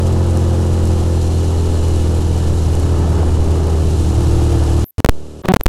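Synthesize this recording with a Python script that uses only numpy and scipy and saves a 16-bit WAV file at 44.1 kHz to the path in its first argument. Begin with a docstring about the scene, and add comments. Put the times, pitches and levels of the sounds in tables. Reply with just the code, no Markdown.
"""A V-twin exhaust drones as a motorcycle slowly loses speed on a wet highway, heard from the rider's seat.
Its notes are sums of cosines on one firing-cycle phase, as are low beating hums and a thin chain note.
Wind and tyre spray are coloured noise; engine metal is resonant noise plus a whine; drops tick as bursts of hiss.
Near the end the microphone's connection breaks up: silences, overload pops, a stuck buzz and thin fizz."""
import sys
import numpy as np
from scipy import signal
from scipy.fft import rfft, irfft
from scipy.io import wavfile

SR = 44100
rng = np.random.default_rng(int(sys.argv[2]) if len(sys.argv) > 2 else 0)


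def persist_wave(psi):
    """Save psi, clipped to +-1, as 16-bit WAV."""
    counts = np.round(np.clip(psi, -1, 1) * 32767).astype(np.int16)
    wavfile.write(sys.argv[1], SR, np.atleast_2d(counts).T)


N = 250488
TIME = np.arange(N) / SR
BINS = np.fft.rfftfreq(N, 1 / SR)

# Ringing of the engine metal. Each row: time in seconds, change of the low ring in dB, of the high ring in dB.
RING_CHANGE = [(0, -8, -7), (.65, 0, -7), (1.1, -4, -4), (1.28, -2, 5), (1.52, -1, -1), (1.86, 4, 3.5),
               (2.15, -1, -3), (2.4, 1, -1), (2.65, -3, -2), (2.82, -1, 1), (3.05, 0, -10), (3.75, -2, -7),
               (4.05, -5, 0), (4.4, -2, -5), (4.7, 2.5, -4), (5.1, -3, -3)]
# Stretches in which the connection holds. Each row: start in seconds, end in seconds, scale of the offset,
# swing of the pop at the break (both as shares of full scale).
CONTACT_STRETCHES = [(0, 4.8433, -0.032, -0.015), (4.982, 5.003, 0.082, -0.44), (5.052, 5.0616, 0.48, 0.46),
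                     (5.096, 5.419, 0.43, 0), (5.445, 5.4566, 0, -0.26), (5.46, 5.4835, -.06, -.25),
                     (5.543, 5.547, .25, 0.2), (5.595, 5.6103, .33, 0.38), (5.665, 5.7, .35, 0)]
# Looped scraps of sound. Each row: start in seconds, end in seconds, start level in dB, end level in dB, pitch in Hz,
# roughness 0-1, swing of the opening pop, of the closing pop (shares of full scale).
BUZZ_STRETCHES = [(5.436, 5.4597, -35, -12.5, 188.1, 0.81, 0, 0.049),
                  (5.4868, 5.521, -9.5, -9.5, 187.5, .04, -0.99, -0.089),
                  (5.562, 5.5675, -8, -8, 280, 0.4, 0.83, 0.6)]
# Input overloads. Each row: start in seconds, time stuck at the lower rail in seconds, depth,
# swing of the opening kick (both as shares of full scale, ahead of the soft limit).
OVERLOAD_EVENTS = [(5.0463, .0025, 1.2, 2.5), (5.0888, .0052, 1.05, 1.85), (5.5383, .0027, 1.15, 2.0),
                   (5.6593, .005, .68, 0)]


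def amp(db):
    """Decibels to gain."""
    return 10 ** (np.asarray(db) / 20)


def unit(x):
    """Scales to an rms of one."""
    return x / np.sqrt(np.mean(abs(x) ** 2) + 1e-20)


def cosine(turns):
    """Cosine of a phase in turns."""
    return np.cos(2 * np.pi * turns)


def curves(rows):
    """Each column of a table, joined by straight lines in time."""
    s, *columns = np.transpose(rows)
    return [np.interp(TIME, s, column) for column in columns]


def gain_at(spectrum, hz):
    """Reads a spectrum as gain, with dB joined on a log-frequency axis."""
    f, db = np.transpose(spectrum)
    return amp(np.interp(np.log(hz + 1), np.log(f + 1), db))


def colour(x, spectrum):
    """Filters x by a spectrum."""
    return irfft(rfft(x) * gain_at(spectrum, BINS), N)


def noise(spectrum):
    """Coloured noise of rms one."""
    return unit(colour(rng.standard_normal(N), spectrum))


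def wander(hz):
    """Slow chance of rms one, with changes up to about hz a second."""
    lowpass = 1 / (1 + (BINS / hz) ** 4)
    return unit(irfft(rfft(rng.standard_normal(N)) * lowpass, N))


def ring(x, modes):
    """Passes x, scaled to rms one, through resonances (Hz, width Hz, dB)."""
    body = sum(amp(db) * unit(1 / (1 + 1j * (BINS - hz) / width) ** 2) for hz, width, db in modes)
    return irfft(rfft(unit(x)) * body, N)


def between(start, end):
    """One inside a stretch of time, zero outside."""
    return (TIME >= start) * (TIME < end)


def add(mix, s, sound):
    """Lays a sound into the mix at s seconds."""
    part = mix[max(round(s * SR), 0):][:len(sound)]
    part += sound[:len(part)]


def thinned():
    """Zero until the first overload, one after it."""
    return 1. * (TIME >= OVERLOAD_EVENTS[0][0])


def gust_db():
    """Lift of the air's rush as the microphone dips into the airflow and out: rounded, flat-topped swells."""
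    # Each row: middle in seconds, half length in seconds, change of the rush in dB.
    gusts = [(.5, 0.5, 1.5), (1.25, .12, -1.5), (2.52, .1, -0.5), (2.96, 0.1, 1.0), (3.3, .5, 1.8),
             (3.95, .1, -1.2), (4.5, 0.41, 2)]
    return sum(db * np.exp(-((TIME - s) / half_s) ** 4) for s, half_s, db in gusts)


def exhaust(cycles, drone_db=-14.5, overtone_db=-15.7, jitter_cycles=.0012, lag_turns=1.8, waver_db=0.62,
            uneven=.04, uneven_shut=.17, lift_db_per_gust_db=.15, count=44):
    """Lines on multiples of the firing cycle; throttle sets their balance, firing strength varies."""
    # Each row: multiple of the cycle rate, level in dB with the throttle eased, held, shut,
    # level in dB once the sound is thin.
    overtones = [(3, -8, -12.5, -4, -11.5), (4, -16.5, -15, -15, -13), (5, -10.8, -26, -29, -19.5),
                 (6, -26, -18, -24, -18), (7, -17.5, -17, -22.5, -24), (8, -12.5, -19, -12.5, -17),
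                 (9, -17.5, -17, -10, -33), (10, -32, -15, -26, -16.5), (11, -21, -22.5, -25, -21.5),
                 (12, -24, -24, -20, -21), (13, -29, -32, -31, -24.5), (14, -37, -27, -31, -28),
                 (15, -34, -36, -37, -24), (17, -39, -38, -36, -37), (21, -38, -35, -37, -38),
                 (22, -44, -42, -42, -42), (23, -35, -33, -40, -42), (25, -43, -42, -42, -42),
                 (44, -60, -56, -52, -56)]
    # Each row: time in seconds, throttle (-1 shut, 0 eased, 1 held).
    throttle_moves = [(1.0, 0.095), (1.3, 0.44), (1.62, 1), (1.85, 0.9), (2.0, .45), (2.45, .45),
                      (2.62, 0.82), (3.3, 0.91), (3.55, 0.97), (3.95, 0.96), (4.2, -.7), (4.45, -1.1),
                      (4.58, -0.98), (4.82, -.3), (5.0, -0.038)]
    throttle, = curves(throttle_moves)
    held, shut, thin = np.clip(throttle, 0, 1), np.clip(-throttle, 0, 1), thinned()
    multiples, *notes = np.transpose(overtones)
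    turns = cycles + jitter_cycles * wander(21)
    drone = amp(drone_db) * cosine(2 * turns)  # two crank turns a cycle
    out = np.zeros(N)
    for k in range(3, count + 1):
        eased_db, held_db, shut_db, thin_db = (np.interp(k, multiples, note) for note in notes)
        throttle_db = (1 - held - shut) * eased_db + held * held_db + shut * shut_db
        db = np.where(thin, thin_db, throttle_db)
        # the second cylinder fires three eighths of a cycle after the first; only its phase effect is kept
        twin_rad = np.angle(1 + .9 * np.exp(-2j * np.pi * k * 3 / 8))
        # the pipes hold the low notes back and smear each beat
        phase_rad = 2 * np.pi * (k * turns - lag_turns * np.log(k)) + twin_rad
        # moving air makes the overtones waver
        out += amp(db + overtone_db + waver_db * wander(2.8)) * np.cos(phase_rad)
    strength = 1 + (uneven + (uneven_shut - uneven) * shut) * wander(19)
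    return np.sqrt(2) * (drone + out * strength) * amp(lift_db_per_gust_db * gust_db())


def wind(cycles, buffet_db=-23, rush_db=-28.5, follow=0.45, throb_db=0.5):
    """Pressure lumps on the microphone, a low boom, and a rush that gusts, flutters and throbs with the engine."""
    # Each row: frequency in Hz, relative density in dB per Hz.
    buffet_colour = [(2.5, -4), (8, 4), (15, 0), (28, -4), (56, -8), (105, -13), (210, -31), (520, -72),
                     (1000, -100)]
    rush_colour = [(33, -39), (86, -3), (150, 0), (205, -3), (260, -2), (380, -1.5), (525, -4.5),
                   (665, -7.5), (860, -9.5), (1100, -14), (1400, -16.5), (1600, -20.5), (1800, -23.5),
                   (2300, -27), (5150, -32.5), (14900, -71), (16500, -100)]
    boom_colour = [(55, -27), (88, 1), (102, 1.5), (145, -0.5), (175, -5), (215, -22.5), (400, -60),
                   (900, -100)]
    # Each row: time in seconds, level of the boom in dB.
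    boom_level = [(0, -32), (2.0, -30.5), (3.2, -27.5), (4.4, -26), (5.2, -34)]
    flutter = amp(.7 * wander(25) + .9 * wander(150))
    throb = amp(throb_db * cosine(cycles - 3 / 8))
    rush = unit(noise(rush_colour) * flutter * throb)
    boom_db, = curves(boom_level)
    lumps = amp(buffet_db + follow * (boom_db - boom_db.mean())) * noise(buffet_colour)
    boom = amp(boom_db) * noise(boom_colour)
    return lumps + boom + amp(rush_db + gust_db()) * rush


def spray(cycles, flicker_db=1.0, throb_db=0.93):
    """Tyres tear water off the road as a wide hiss, which throbs slightly with the engine."""
    # Each row: frequency in Hz, relative density in dB per Hz.
    spray_colour = [(1120, -39), (1900, -16.5), (2350, -7.5), (2860, -2), (3380, -4.5), (4070, -3),
                    (4420, -5), (7240, -3.5), (10300, -9), (11600, -12.5), (15100, -33), (16100, -56),
                    (16700, -87), (17500, -87)]
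    # The hiss dips and swells along the ride. Each row: time in seconds, level in dB.
    spray_level = [(0, -39.5), (.68, -40), (.95, -38.5), (1.9, -38), (2.8, -38.5), (2.95, -40.2),
                   (3.75, -39.8), (3.92, -37.3), (4.8, -37.5), (5.1, -38.5)]
    level_db, = curves(spray_level)
    level_db = level_db + flicker_db * wander(50) + throb_db * cosine(2 * cycles)
    return amp(level_db) * noise(spray_colour)


def hums(cycles, drift_turns=0.21, waver_db=2.0):
    """Wavering hums just above the drone and its octave follow the speed and beat against them."""
    # Each row: multiple of the cycle rate, relative level in dB.
    hum_lines = [(2.35, 0), (4.35, -6)]
    # Each row: time in seconds, level of the hums in dB.
    hum_level = [(0, -38), (1.1, -39), (2.0, -30), (2.5, -33), (2.9, -25), (3.7, -27.5), (4.6, -28.5),
                 (5.1, -39)]
    lines = sum(amp(db) * cosine(k * cycles + drift_turns * wander(3)) for k, db in hum_lines)
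    waver = unit(amp(waver_db * wander(5)))
    return np.sqrt(2) * amp(curves(hum_level)[0]) * waver * lines


def hollow(lift_db_per_gust_db=1.2, lumps_db=2.0):
    """Air passing the bars and dials sounds hollow notes, which swell in rough lumps with the gusts."""
    # Each row: frequency in Hz, width in Hz, level in dB between gusts.
    hollow_modes = [(685, 31, -47), (825, 53, -42.5), (1260, 77, -50.5), (1722, 35, -56.5)]
    lumps = unit(amp(lumps_db * wander(12)))
    return amp(lift_db_per_gust_db * gust_db()) * lumps * ring(rng.standard_normal(N), hollow_modes)


def knocks(blur_turns=0.16, rise_s=.0008, decay_s=.0042):
    """Short knocks in the rush of air: dull, unsteady notes that start at once and die quickly."""
    # Each row: start in seconds, relative level in dB, pitch in Hz.
    knock_events = [(3.2305, -14, 800), (3.447, -24, 850), (4.6205, -24, 880)]
    out = np.zeros(N)
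    for s, db, hz in knock_events:
        t = np.maximum(TIME - s, 0)
        envelope = (1 - np.exp(-t / rise_s)) * np.exp(-t / decay_s)
        out += amp(db) * envelope * np.sin(2 * np.pi * (hz * t + blur_turns * wander(150)))
    return out


def chain(cycles, links_per_cycle=12.16, waver_db=1.5):
    """The drive chain meshes with its sprocket: a thin note locked to engine speed, between its overtones."""
    # Each row: time in seconds, level in dB.
    chain_level = [(0, -35), (1.0, -35), (1.5, -42), (2.0, -39), (2.7, -42), (4.7, -43), (5.1, -55)]
    level_db = curves(chain_level)[0] + waver_db * wander(6)
    return np.sqrt(2) * amp(level_db) * cosine(links_per_cycle * cycles)


def metal(cycles, beat_db=-0.8, uneven_db=0.5):
    """Valve gear rattles the cases twice a cycle, one cylinder harder; the ring comes and goes."""
    # Each row: frequency in Hz, width in Hz, level in dB ahead of the ring's changes.
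    low_modes = [(1745, 22, -56), (2935, 90, -56)]
    high_modes = [(3950, 90, -58), (4208, 26, -52), (5925, 250, -56), (7075, 170, -56), (10480, 200, -61)]
    beat = amp(beat_db * cosine(2 * cycles) + uneven_db * cosine(cycles))
    rattle = rng.standard_normal(N) * beat
    low_db, high_db = curves(RING_CHANGE)
    return amp(low_db) * ring(rattle, low_modes) + amp(high_db) * ring(rattle, high_modes)


def whine(hz=2925, base_db=-54.5, drift_turns=.12):
    """A thin mechanical note near the low ring's upper mode holds its pitch and swells with that ring."""
    level = amp(base_db + curves(RING_CHANGE)[0])
    return np.sqrt(2) * level * cosine(hz * TIME + drift_turns * wander(16))


def drops(near_db=-3, splash_s=0.0017, small_per_s=36, small_db=-38, spread_db=3):
    """Each drop bursts in a millisecond or two of hiss: a few large ones, and many small."""
    # Near drops. Each row: start in seconds, relative level in dB.
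    near_drops = [(0.0706, -19), (0.2678, -25), (0.3723, -15), (0.405, -24), (0.8545, -17), (0.874, -20),
                  (1.8834, -18), (2.753, -20), (2.7975, -19)]
    # Each row: frequency in Hz, gain in dB.
    drop_colour = [(2100, -24), (4400, -11), (6000, -1), (8400, 0), (11200, -5), (13400, -14), (15500, -26),
                   (16800, -60)]
    t = np.arange(SR // 100) / SR
    small = amp(small_db + spread_db * np.minimum(rng.exponential(1, N), 3))
    hits = (rng.random(N) < small_per_s / SR) * small
    for s, db in near_drops:
        add(hits, s, amp([db + near_db]))
    splashes = signal.oaconvolve(hits, np.exp(-t / splash_s))[:N]
    return colour(splashes * rng.standard_normal(N), drop_colour)


def broken_link(x, rise_s=0.0071, settle_s=0.066, tail_db=-20, tail_s=.018):
    """Sound passes in contact, thin once overloaded, with an offset that swells and drains on each return.
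    A faint, thin tail of the sound fades after each break."""
    # The thin sound. Each row: frequency in Hz, gain in dB.
    weak_colour = [(80, -21.5), (130, -15), (350, -10.5), (1500, -11.5), (8000, -13.5)]
    weak = colour(x, weak_colour)
    x = np.where(thinned(), weak, x)
    out = np.zeros(N)
    for start, end, offset, _ in CONTACT_STRETCHES:
        t = np.maximum(TIME - start, 0)
        swell = offset * (1 - np.exp(-t / rise_s)) * np.exp(-t / settle_s)
        out += between(start, end) * (x + swell)
        out += (TIME >= end) * amp(tail_db) * np.exp(-abs(TIME - end) / tail_s) * weak
    return out


def pop(edge, swing, edge_s=0.00022, swing_s=0.00073, swing_delay_s=.00009):
    """A sharp decaying edge and the rounded swing that follows it."""
    t = np.arange(SR // 50) / SR
    u = np.maximum(t - swing_delay_s, 0) / swing_s
    return edge * np.exp(-t / edge_s) + swing * u * np.exp((1 - u ** 2) / 2)


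def pops(break_edge=0.89, buzz_edge=1.6, stop_edge=0.49):
    """The line pops when contact breaks, and when a buzz sets in or stops; edges are shares of the swing."""
    out = np.zeros(N)
    for _, end, _, size in CONTACT_STRETCHES:
        add(out, end, pop(-break_edge * size, size))
    for start, end, *_, opening, closing in BUZZ_STRETCHES:
        add(out, start, pop(-buzz_edge * opening, opening))
        add(out, end, pop(-stop_edge * closing, closing))
    return out


def overloads(kick_edge=0.15, spike=1.6, recoil=0.21, linger_s=0.002, release_s=0.0005):
    """The input kicks, sticks at its lower rail, spikes as it comes free and lets go a moment later."""
    t, out = np.arange(SR // 50) / SR, np.zeros(N)
    for s, stuck_s, depth, kick in OVERLOAD_EVENTS:
        rail = depth * (1 - np.tanh((t - stuck_s - linger_s) / release_s)) / 2
        add(out, s, pop(-kick_edge * kick, kick) - rail)
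        add(out, s + stuck_s, pop(spike, -recoil))
    return out


def buzz(settle_s=.006, count=28):
    """One short period loops while the link is lost; it starts ragged, then settles."""
    # Each row: frequency in Hz, relative level in dB.
    loop_colour = [(188, 0), (375, -7), (563, -18), (750, -8), (938, -20), (1125, -22), (1313, -29),
                   (1500, -24), (1790, -32), (3450, -36), (4550, -48), (5500, -70)]
    grit_colour = [(50, -23), (120, 0), (310, -0.5), (730, -8), (1620, -14), (2470, -25), (3540, -26),
                   (5600, -42), (12000, -50), (16000, -75)]
    grit, out = noise(grit_colour), np.zeros(N)
    for start, end, first_db, last_db, hz, rough, *_ in BUZZ_STRETCHES:
        t = np.arange(0, max(end - start, .002), 1 / SR)
        lines_hz = hz * np.arange(1, count + 1)
        loop = gain_at(loop_colour, lines_hz) @ cosine(np.outer(lines_hz, t) + rng.random((count, 1)))
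        grit_share = np.clip(rough + (1 - rough) * np.exp(-t / settle_s), 0, 1)
        grit_part = unit(np.interp(start + t, TIME, grit))
        sound = np.sqrt(1 - grit_share ** 2) * unit(loop) + grit_share * grit_part
        add(out, start, sound * amp(np.linspace(first_db, last_db, len(t))))
    return out


def fizz():
    """A thin high hiss sounds around some of the gaps."""
    # Each row: start in seconds, end in seconds, level in dB.
    fizz_stretches = [(4.846, 4.9078, -41), (5.423, 5.456, -60), (5.6358, 5.6366, -16)]
    # Each row: frequency in Hz, relative density in dB per Hz.
    fizz_colour = [(100, -34), (9900, -42), (11000, -14), (12100, 0), (13100, -3), (14300, -12),
                   (15900, -22), (16600, -48)]
    level = sum(amp(db) * between(start, end) for start, end, db in fizz_stretches)
    filter_rms = np.sqrt(np.mean(gain_at(fizz_colour, BINS) ** 2))
    return colour(level * rng.standard_normal(N), fizz_colour) / filter_rms


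def scene(weak_wind_db=-3.5):
    """Engine, chain, air and water at the microphone; once overloaded, the air falls further than the engine."""
    # Firing cycles, one for two crank turns. Each row: time in seconds, rate in cycles per second.
    speed = [(0.0, 43.5), (0.65, 42.7), (1.27, 41.7), (1.4, 42.2), (2.06, 40.6), (2.3, 41.3), (2.49, 40.7),
             (3.03, 40.3), (3.41, 39.5), (3.56, 40.0), (3.92, 39.5), (4.14, 38.3), (4.46, 38.5),
             (4.52, 38.1), (4.69, 38.0), (4.84, 38.8), (5.1, 37.7)]
    cycles = np.cumsum(curves(speed)[0]) / SR
    machine = exhaust(cycles) + chain(cycles) + metal(cycles) + whine()
    air = wind(cycles) + hums(cycles) + hollow() + knocks()
    air = air * amp(weak_wind_db * thinned())
    return (machine + air + spray(cycles) + drops())[None]


def record(dry, floor_db=-84, edge_hz=17800):
    """The failing connection over a noise floor, a soft limit at full scale, then the band limit."""
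    floor = amp(floor_db) * rng.standard_normal(N)
    x = broken_link(dry[0]) + pops() + overloads() + buzz() + fizz() + floor
    x = x / (1 + x ** 8) ** (1 / 8)
    lowpass = signal.firwin(255, edge_hz, window=("kaiser", 9), fs=SR)
    return signal.oaconvolve(x, lowpass, "same")[None]


dry = scene()
out = record(dry)
persist_wave(out)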